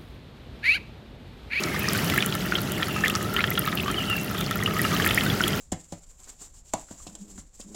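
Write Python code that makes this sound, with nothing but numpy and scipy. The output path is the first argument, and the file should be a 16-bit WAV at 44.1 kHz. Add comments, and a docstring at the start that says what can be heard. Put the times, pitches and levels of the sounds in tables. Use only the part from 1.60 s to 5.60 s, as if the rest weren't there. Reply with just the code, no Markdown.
"""In a small room, with the microphone close to an air-driven aquarium filter. The pump hums under the rumble
of moving water, which churns and fizzes more as the flow swells. Bursting films tick and crackle, hollow plops
sound, and small bubbles plink, their pitch rising as they near the surface. A few thin whistles, mostly
falling, sound further off."""
import sys
import numpy as np
from scipy import signal
from scipy.io import wavfile

SR = 44100
rng = np.random.default_rng(int(sys.argv[2]) if len(sys.argv) > 2 else 0)


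def master(y):
    """Save y as 16-bit WAV."""
    cut = np.clip(np.atleast_2d(y).T, -1, 1)
    pcm = np.round(cut * 32767)  # scale
    wavfile.write(sys.argv[1], SR, pcm.astype(np.int16))


N = 176400
TIME = np.arange(N) / SR
AGE = np.arange(2205) / SR  # seconds into one bubble or tick
RISE_S = 0.011  # a bubble's rise is the share by which its pitch has climbed after this time
PLOP_DECAY_S, PLOP_RISE = 0.0081, 0.0216

# The wandering pitch of the hollow burble. Each row: time in seconds, pitch in Hz.
BURBLE_PITCH = [(0, 1340), (.28, 1176), (.65, 1377), (1.05, 1410), (1.55, 1211), (1.8, 1400), (2.25, 1160),
                (2.5, 1370), (3.15, 1223), (3.7, 1396), (4, 1317)]


def from_db(db):
    """Decibels to gain."""
    return 10 ** (np.asarray(db) / 20)


def rms_one(x):
    """Scale to unit power."""
    return x / np.sqrt(np.mean(x ** 2) + 1e-20)


def curve(rows, at=TIME):
    """Read rows of (seconds, value) at the given times."""
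    return np.interp(at, *np.transpose(rows))


def drift(rate_hz):
    """A smooth random wander of unit power, mostly slower than rate_hz."""
    hop, settle = 40, 2000
    pole = np.exp(-2 * np.pi * rate_hz * hop / SR)
    white = rng.standard_normal(N // hop + settle + 2)
    slow = signal.lfilter([1], [1, -2 * pole, pole * pole], white)[settle:]
    return np.interp(np.arange(N) / hop, np.arange(len(slow)), rms_one(slow))


def band(x, edges_hz, kind="band", order=2):
    """Butterworth filter."""
    return signal.sosfilt(signal.butter(order, edges_hz, kind, fs=SR, output="sos"), x)


def add(out, start_s, sound):
    """Mix a short sound in at start_s."""
    i = int(np.clip(start_s * SR, 0, N - 1))
    out[i:i + len(sound)] += sound[:N - i]


def banded_noise(spectrum, flicker_db, flicker_hz, count=24):
    """Narrow bands of noise, each flickering by itself; unit power in all."""
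    hz, db = np.transpose(spectrum)
    edges = np.geomspace(hz[0], hz[-1], count + 1)
    white = rng.standard_normal((2, N))
    out = np.zeros(N)
    for k, (low, high) in enumerate(zip(edges, edges[1:])):
        level_db = np.interp(np.log(low * high) / 2, np.log(hz), db)
        out += band(white[k % 2], [low, high]) * from_db(level_db + flicker_db * drift(flicker_hz))
    return rms_one(out)


def births(per_s, spread_db, flow_db, count=1600):
    """Random events, denser with the flow. Each row: start in seconds, gain, two draws from 0 to 1."""
    when, chance, *draws = rng.random((count, 4)).T
    alive = chance < per_s * TIME[-1] / count * from_db(flow_db[(when * N).astype(int)])
    gain = from_db(spread_db * np.minimum(rng.exponential(1, count), 3))
    return np.column_stack([when * TIME[-1], gain, *draws])[alive]


def room(x, t60_s=0.28):
    """The small room answers with a short, dull, diffuse tail."""
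    t = TIME[:SR // 2]
    tail = band(rng.standard_normal(len(t)), [600, 5000]) * from_db(-60 * t / t60_s) * (t > .003)
    return signal.fftconvolve(x, tail / np.linalg.norm(tail))[:N]


def pump(waver_db=2.5, waver_hz=1.644):
    """The air pump hums on a few low tones, each wavering in level and pitch."""
    # The tones of the hum. Each row: pitch in Hz, level in dB.
    tones = [(201.1, -40), (169.8, -42.5), (366, -47.5), (407, -50.5), (609.6, -49.5), (813, -57),
             (870, -58)]
    out = np.zeros(N)
    for hz, db in tones:
        gain = from_db(db + waver_db * drift(15.5))
        pitch = hz + waver_hz * drift(4.82)
        out += gain * np.sqrt(2) * np.sin(2 * np.pi * np.cumsum(pitch) / SR)
    return out


def rumble():
    """The low, swelling rumble of moving water."""
    # The rumble's colour. Each row: frequency in Hz, relative noise density in dB.
    spectrum = [(50, -7), (70, -3.5), (105, 2), (130, 0.5), (170, 2.5), (230, -4.5), (330, -4), (450, -7),
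                (540, -20), (700, -13.5), (1000, -25), (1500, -27), (3000, -47)]
    # Its swell. Each row: time in seconds, level in dB.
    swell = [(0, -31), (.25, -32), (.52, -26.5), (.65, -31.5), (1.2, -31.5), (2.4, -32), (3.05, -31),
             (3.35, -28.5), (4, -28)]
    noise = banded_noise(spectrum, flicker_db=1.5, flicker_hz=6.5)
    return band(noise, 41.5, "high", order=8) * from_db(curve(swell))


def surge(flow_db):
    """Low churning that wells up when the flow is strong."""
    churn = rms_one(band(rng.standard_normal(N), [119, 304]))
    return churn * from_db(-41.5 + 1.4 * flow_db)


def fizz(flow_db):
    """Bursting films blur into a flickering hiss that follows the flow."""
    # The colour of the fizz. Each row: frequency in Hz, relative noise density in dB.
    spectrum = [(500, 5.5), (950, 0.5), (1300, 5.5), (1600, 4.5), (1950, 6), (2350, -1.5), (3000, 3.5),
                (4000, -3.5), (5400, -3.5), (6200, -6), (7500, -7), (8800, -15), (10000, -6.5),
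                (11300, -11), (13400, -8.5), (16000, -11.5)]
    return from_db(-36.5 + flow_db) * banded_noise(spectrum, flicker_db=2.5, flicker_hz=38, count=40)


def whistles():
    """Thin fluttering tones further off swell, glide, level out and echo; faint ones are mostly rasp."""
    # Each row: start in seconds, length in seconds, first and last pitch in Hz, tone level in dB.
    glides = [(0.0, 0.22, 2363, 2092, -38.5), (0.182, 0.17, 2625, 2427, -36.5),
              (1.093, 0.09, 3060, 2884, -41), (1.278, 0.14, 2873, 2684, -37),
              (2.268, 0.054, 3020, 3150, -31.5), (2.361, 0.081, 3330, 2740, -27.5),
              (2.474, 0.078, 3054, 2710, -25), (2.74, 0.128, 3150, 3280, -46.5)]
    out = np.zeros(N)
    waver_hz = 40 * drift(134)
    flutter = from_db(3 * drift(63))
    noise = rms_one(band(rng.standard_normal((2, N)), 268, "low"))
    rasp = from_db(-41.5) * (noise[0] + 1j * noise[1])  # becomes a narrow band around each tone
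    for start, length, first_hz, last_hz, db in glides:
        progress = np.clip((TIME - start) / length, 0, 1)
        pitch = last_hz + (first_hz - last_hz) * (1 - progress) ** 2.2 + waver_hz
        tone = (from_db(db) * flutter + rasp) * np.exp(2j * np.pi * np.cumsum(pitch) / SR)
        out += 2 * np.sqrt(progress * (1 - progress)) * tone.real
    return out + from_db(-9.5) * room(out)


def bubble(hz, decay_s, rise, top_hz=4160, burst_rise=0.97):
    """A dying sine whose pitch climbs ever faster until the bubble bursts at the surface."""
    climb = rise * (AGE / RISE_S) ** 2
    pitch = hz * (1 + climb)
    fade = np.clip((top_hz - pitch) / 600, 0, 1) * np.exp(-(climb / burst_rise) ** 4)
    return np.sin(2 * np.pi * np.cumsum(pitch) / SR) * np.exp(-AGE / decay_s) * fade


def trickle(flow_db, pitch_spread=0.088, gap_s=0.02):
    """Faint bubbles between the clear ones: a hollow burble, small rising plinks and quick strings."""
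    # Strings of hollow bubbles. Each row: start and end in seconds.
    strings = [(1.48, 1.74), (3.13, 3.19)]
    out = np.zeros(N)
    for start, gain, detune, _ in births(per_s=40, spread_db=1.8, flow_db=0.4 * flow_db):
        hz = curve(BURBLE_PITCH, start) * (1 + pitch_spread * (detune - .5))
        add(out, start, from_db(-32) * gain * bubble(hz, decay_s=0.0061, rise=0.02))
    for start, gain, height, climb in births(per_s=60, spread_db=2.8, flow_db=flow_db):
        hz = 1650 * 2.13 ** height
        add(out, start, from_db(-31) * gain * bubble(hz, decay_s=6.1 / hz, rise=.5 * climb))
    for first, end in strings:
        for start, (late, detune) in zip(np.arange(first, end, gap_s), rng.random((20, 2))):
            hz = curve(BURBLE_PITCH, start) * (1 + pitch_spread * (detune - .5))
            add(out, start + late * gap_s / 2, from_db(-27) * bubble(hz, PLOP_DECAY_S, PLOP_RISE))
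    return out


def tick(low_hz, high_hz, fall_s=0.000343, snap_s=0.00042, ring_s=0.0019):
    """A film snaps, sweeping down from just above high_hz to ring on low_hz; low ones ring more."""
    pitch = low_hz + (high_hz * 1.105 - low_hz) * np.exp(-AGE / fall_s)
    ring_db = -10 - 13.5 * np.log2(low_hz / 7180)
    ring = from_db(ring_db) * np.exp(-AGE / ring_s)
    edges_hz = np.minimum([low_hz, max(high_hz, 1.2 * low_hz)], [15000, 20000])
    spray = band(rng.standard_normal(len(AGE)), edges_hz) * from_db(-3) * ring * 2
    snap = np.sin(2 * np.pi * np.cumsum(pitch) / SR) * (np.exp(-AGE / snap_s) + ring)
    return band(snap + spray, 0.18 * low_hz, "high")


def bursts(flow_db):
    """Films burst in loud ticks over a fine, high crackle; froth pops lower down as the flow surges."""
    # The loud ticks. Each row: start in seconds, relative level in dB, low and high pitch in Hz.
    ticks = [(0.0374, -23, 4020, 6950), (0.194, -14, 12000, 14100), (0.287, -18.5, 4730, 6140),
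             (0.3332, -15.5, 7660, 13200), (0.3768, -22, 7800, 12700), (0.4994, -26, 5000, 14600),
             (0.5437, -19, 10200, 15300), (0.5776, -17.5, 7340, 14900), (0.6615, -16, 7100, 14300),
             (0.7517, -20.5, 7200, 14800), (1.0166, -20, 9800, 14500), (1.1198, -20, 6900, 14600),
             (1.4808, -22.5, 5100, 13500), (1.4985, -26, 5150, 14000), (1.5523, -20, 4390, 6600),
             (1.559, -21.5, 5200, 6700), (1.628, -27, 6460, 13100), (1.7397, -22, 7460, 15700),
             (1.9045, -11.5, 11600, 13800), (1.9927, -8.5, 9420, 14000), (2.1537, -15.5, 10700, 15300),
             (2.314, -26.5, 5800, 11500), (2.4988, -23, 7360, 15000), (2.5663, -21, 12500, 14800),
             (2.6455, -21.5, 9500, 15200), (2.779, -33.5, 5800, 13800), (2.81, -29, 5200, 14700),
             (2.864, -26, 4230, 4840), (2.9105, -26, 5800, 15300), (2.957, -16.5, 11000, 15500),
             (3.0354, -26, 5700, 15300), (3.139, -25, 10000, 15500), (3.217, -13.5, 8800, 13400),
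             (3.452, -19.5, 7200, 14200), (3.462, -17.5, 7250, 14800), (3.476, -14, 9600, 14300),
             (3.5459, -14, 7160, 15000), (3.6364, -20.5, 7100, 15100), (3.815, -23, 5100, 6260),
             (3.8805, -16, 6740, 12600)]
    out = np.zeros(N)
    crackle = births(per_s=65, spread_db=6, flow_db=2 * flow_db)
    froth = births(per_s=45, spread_db=2.8, flow_db=2.8 * flow_db)
    for start, db, low_hz, high_hz in ticks:
        add(out, start, from_db(db + 2.5) * tick(low_hz, high_hz))
    for start, gain, size, _ in crackle:
        low_hz = 13360 - 8370 * size ** 2
        add(out, start, from_db(-36) * gain * (1 - size / 2) * tick(low_hz, 14700))
    for start, gain, height, _ in froth:
        hz = 3470 + 3990 * height
        add(out, start, from_db(-35.5) * gain * tick(hz, hz))
    return out


def splash(gain_db, decay_s):
    """The short wet spatter as a bubble breaks free."""
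    spatter = rms_one(band(rng.standard_normal(len(AGE)), [1360, 3630]))
    return from_db(gain_db) * spatter * np.exp(-AGE / decay_s)


def plops():
    """Hollow plops, each a hollow note with one overtone and a wet snap."""
    # Each row: start in seconds, pitch in Hz, relative level in dB.
    hollow_plops = [(0.038, 1300, -30), (0.144, 1190, -23.5), (0.282, 1230, -21), (0.3494, 1503, -21.5),
                    (0.538, 1330, -20), (0.7518, 1320, -22), (0.849, 1370, -30.5), (0.982, 1340, -23.5),
                    (1.223, 1310, -26), (1.283, 1300, -25), (1.3623, 1256, -21), (1.5524, 1282, -19.5),
                    (1.7432, 1350, -23.5), (1.783, 1320, -20), (1.7895, 1364, -18), (1.809, 1426, -25),
                    (1.976, 1363, -17.5), (2.0758, 1253, -17), (2.128, 1250, -25.5), (2.26, 1160, -24.5),
                    (2.2806, 1173, -17), (2.293, 1216, -29), (2.301, 1313, -21), (2.384, 1300, -26.5),
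                    (2.4992, 1324, -21.5), (2.5276, 1300, -23.5), (2.747, 1230, -25.5),
                    (2.8092, 1290, -29), (2.91, 1320, -21), (2.957, 1360, -23), (3.002, 1215, -25.5),
                    (3.0754, 1243, -20.5), (3.1085, 1293, -24.5), (3.1658, 1258, -22), (3.2503, 1293, -16),
                    (3.315, 1230, -23), (3.3377, 1207, -19), (3.3517, 1290, -26), (3.3996, 1126, -23),
                    (3.4756, 1320, -21), (3.5087, 1300, -28), (3.6373, 1300, -23), (3.6626, 1500, -21),
                    (3.8671, 1326, -22)]
    out = np.zeros(N)
    for start, hz, db in hollow_plops:
        note = bubble(hz, PLOP_DECAY_S, PLOP_RISE)
        overtone = from_db(-10) * bubble(1.3 * hz, decay_s=0.0068, rise=PLOP_RISE)
        snap = splash(gain_db=-7.5, decay_s=0.0033)
        add(out, start, from_db(db + 1) * (note + overtone + snap))
    return out


def tank(sound, delay_s=0.0015, decay_s=0.004):
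    """Quick reflections off glass and water surface, different for each bubble, leave its ring ragged."""
    echoes = rng.standard_normal(len(AGE)) * np.exp(-AGE / decay_s) * (AGE > delay_s)
    return sound + from_db(-8) * signal.fftconvolve(sound, echoes / np.linalg.norm(echoes))[:len(AGE)]


def plinks():
    """Small bubbles ring in the tank, most with rising pitch; they spatter and wake the hollow burble."""
    # Each row: start in seconds, pitch in Hz, relative level in dB, decay in seconds, rise as a share.
    small_bubbles = [(0.2424, 1800, -22.5, 0.0087, 0.08), (0.4996, 3100, -10.5, 0.00064, 0),
                     (0.5222, 2000, -19.5, 0.004, 0), (0.5613, 2060, -13.5, 0.00057, 0),
                     (0.5777, 1680, -15.5, 0.019, 0.83), (0.6053, 3500, -17.5, 0.0024, 0.061),
                     (0.6247, 3030, -8.5, 0.00049, 0), (0.6262, 2400, -19, 0.0026, 0.17),
                     (0.725, 3200, -14, 0.00096, 0), (0.9222, 1450, -12.5, 0.0028, 0),
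                     (0.954, 3150, -12, 0.0034, 0.64), (1.2246, 1790, -17.5, 0.0026, 0.16),
                     (1.2297, 3300, -10.5, 0.001, 0.12), (1.4375, 1715, -14.5, 0.014, 0.45),
                     (1.4374, 2640, -17, 0.0008, 0), (1.459, 1990, -13.5, 0.0044, 0.12),
                     (1.47, 1705, -24, 0.0067, 0), (1.4814, 3490, -15, 0.0016, 0.22),
                     (1.499, 2660, -20.5, 0.0095, 0.69), (1.7635, 1790, -22, 0.0075, 0.095),
                     (1.7644, 2980, -12.5, 0.0029, 0.37), (1.791, 2020, -17, 0.0049, 0.33),
                     (1.8063, 2390, -11.5, 0.0013, 0.97), (1.84, 1680, -10, 0.0023, 0.36),
                     (1.8416, 3070, -10, 0.00066, 0), (1.8753, 3250, -23, 0.0022, 0.4),
                     (1.881, 2000, -28, 0.006, 0.2), (1.9138, 1940, -22, 0.007, 0.48),
                     (1.954, 3160, -19.5, 0.0015, 0), (1.9763, 3300, -19, 0.0038, 0.14),
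                     (1.978, 2800, -22.5, 0.0038, 0.89), (2.018, 2690, -29, 0.01, 1),
                     (2.085, 3450, -20, 0.0013, 0.93), (2.1276, 1850, -17, 0.0028, 0),
                     (2.1733, 2720, -22, 0.009, 0.91), (2.1854, 2720, -20, 0.0025, 0),
                     (2.1974, 2540, -22, 0.011, 1), (2.343, 2880, -22.5, 0.003, 0),
                     (2.8114, 3540, -17.5, 0.0011, 0), (2.9102, 3500, -22, 0.0011, 0),
                     (3.026, 1915, -19, 0.0056, 0.061), (3.0602, 2850, -13, 0.0034, 0.35),
                     (3.1929, 1930, -18, 0.004, 0), (3.2437, 2820, -21, 0.0036, 0),
                     (3.3654, 3000, -15.5, 0.0015, 0), (3.3992, 1706, -15.5, 0.0043, 0.12),
                     (3.4223, 3140, -15.5, 0.0015, 0.25), (3.446, 2050, -10.5, 0.00067, 0),
                     (3.4623, 1704, -14.5, 0.0099, 0.99), (3.4901, 3480, -16, 0.0018, 0),
                     (3.5088, 3080, -10, 0.00096, 0), (3.5102, 2450, -15, 0.0021, 0.65),
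                     (3.5757, 1834, -10, 0.0067, 0.72), (3.6092, 3080, -12.5, 0.00086, 0.36),
                     (3.7005, 3360, -18, 0.004, 0.16), (3.8, 1870, -20.5, 0.003, 0.16),
                     (3.8065, 1430, -12.5, 0.0026, 0.29), (3.8381, 3120, -11, 0.0025, 0.58),
                     (3.8794, 3280, -17, 0.0013, 0.44), (3.932, 3080, -20, 0.0028, 0.15)]
    out = np.zeros(N)
    for start, hz, db, decay_s, rise in small_bubbles:
        ring = tank(bubble(hz, decay_s, rise))
        hollow = from_db(-21) * bubble(curve(BURBLE_PITCH, start), decay_s=0.0081, rise=0)
        spatter = splash(gain_db=-14, decay_s=0.0027)
        add(out, start, from_db(db + 1) * (ring + hollow + spatter))
    return out


def scene():
    """Bubbles, fizz and pump at one close microphone, with a little of the room behind them."""
    # The water flow, which drives churning, fizz and bubble rate.
    # Each row: time in seconds, strength in dB.
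    flow = [(0, 1), (.22, 0.5), (.36, 5.5), (.52, 4), (.72, 0), (1.2, 0), (1.48, 1), (1.65, -1), (2.1, -2),
            (2.55, -1), (2.98, -2), (3.12, -1), (3.28, 5), (3.6, 4), (3.8, 3.5), (4, 1.5)]
    flow_db = curve(flow)
    bubbles = band(plops() + plinks() + trickle(flow_db), [990, 5970])
    water = bubbles + bursts(flow_db)
    hiss = fizz(flow_db)
    reverb = from_db(-23.5) * room(water)
    return (water + reverb + hiss + whistles() + pump() + rumble() + surge(flow_db))[None]


def record(dry, cutoff_hz=15900):
    """The highest treble is cut steeply."""
    return signal.sosfilt(signal.ellip(10, .2, 70, cutoff_hz, fs=SR, output="sos"), dry)


dry = scene()
out = record(dry)
master(out)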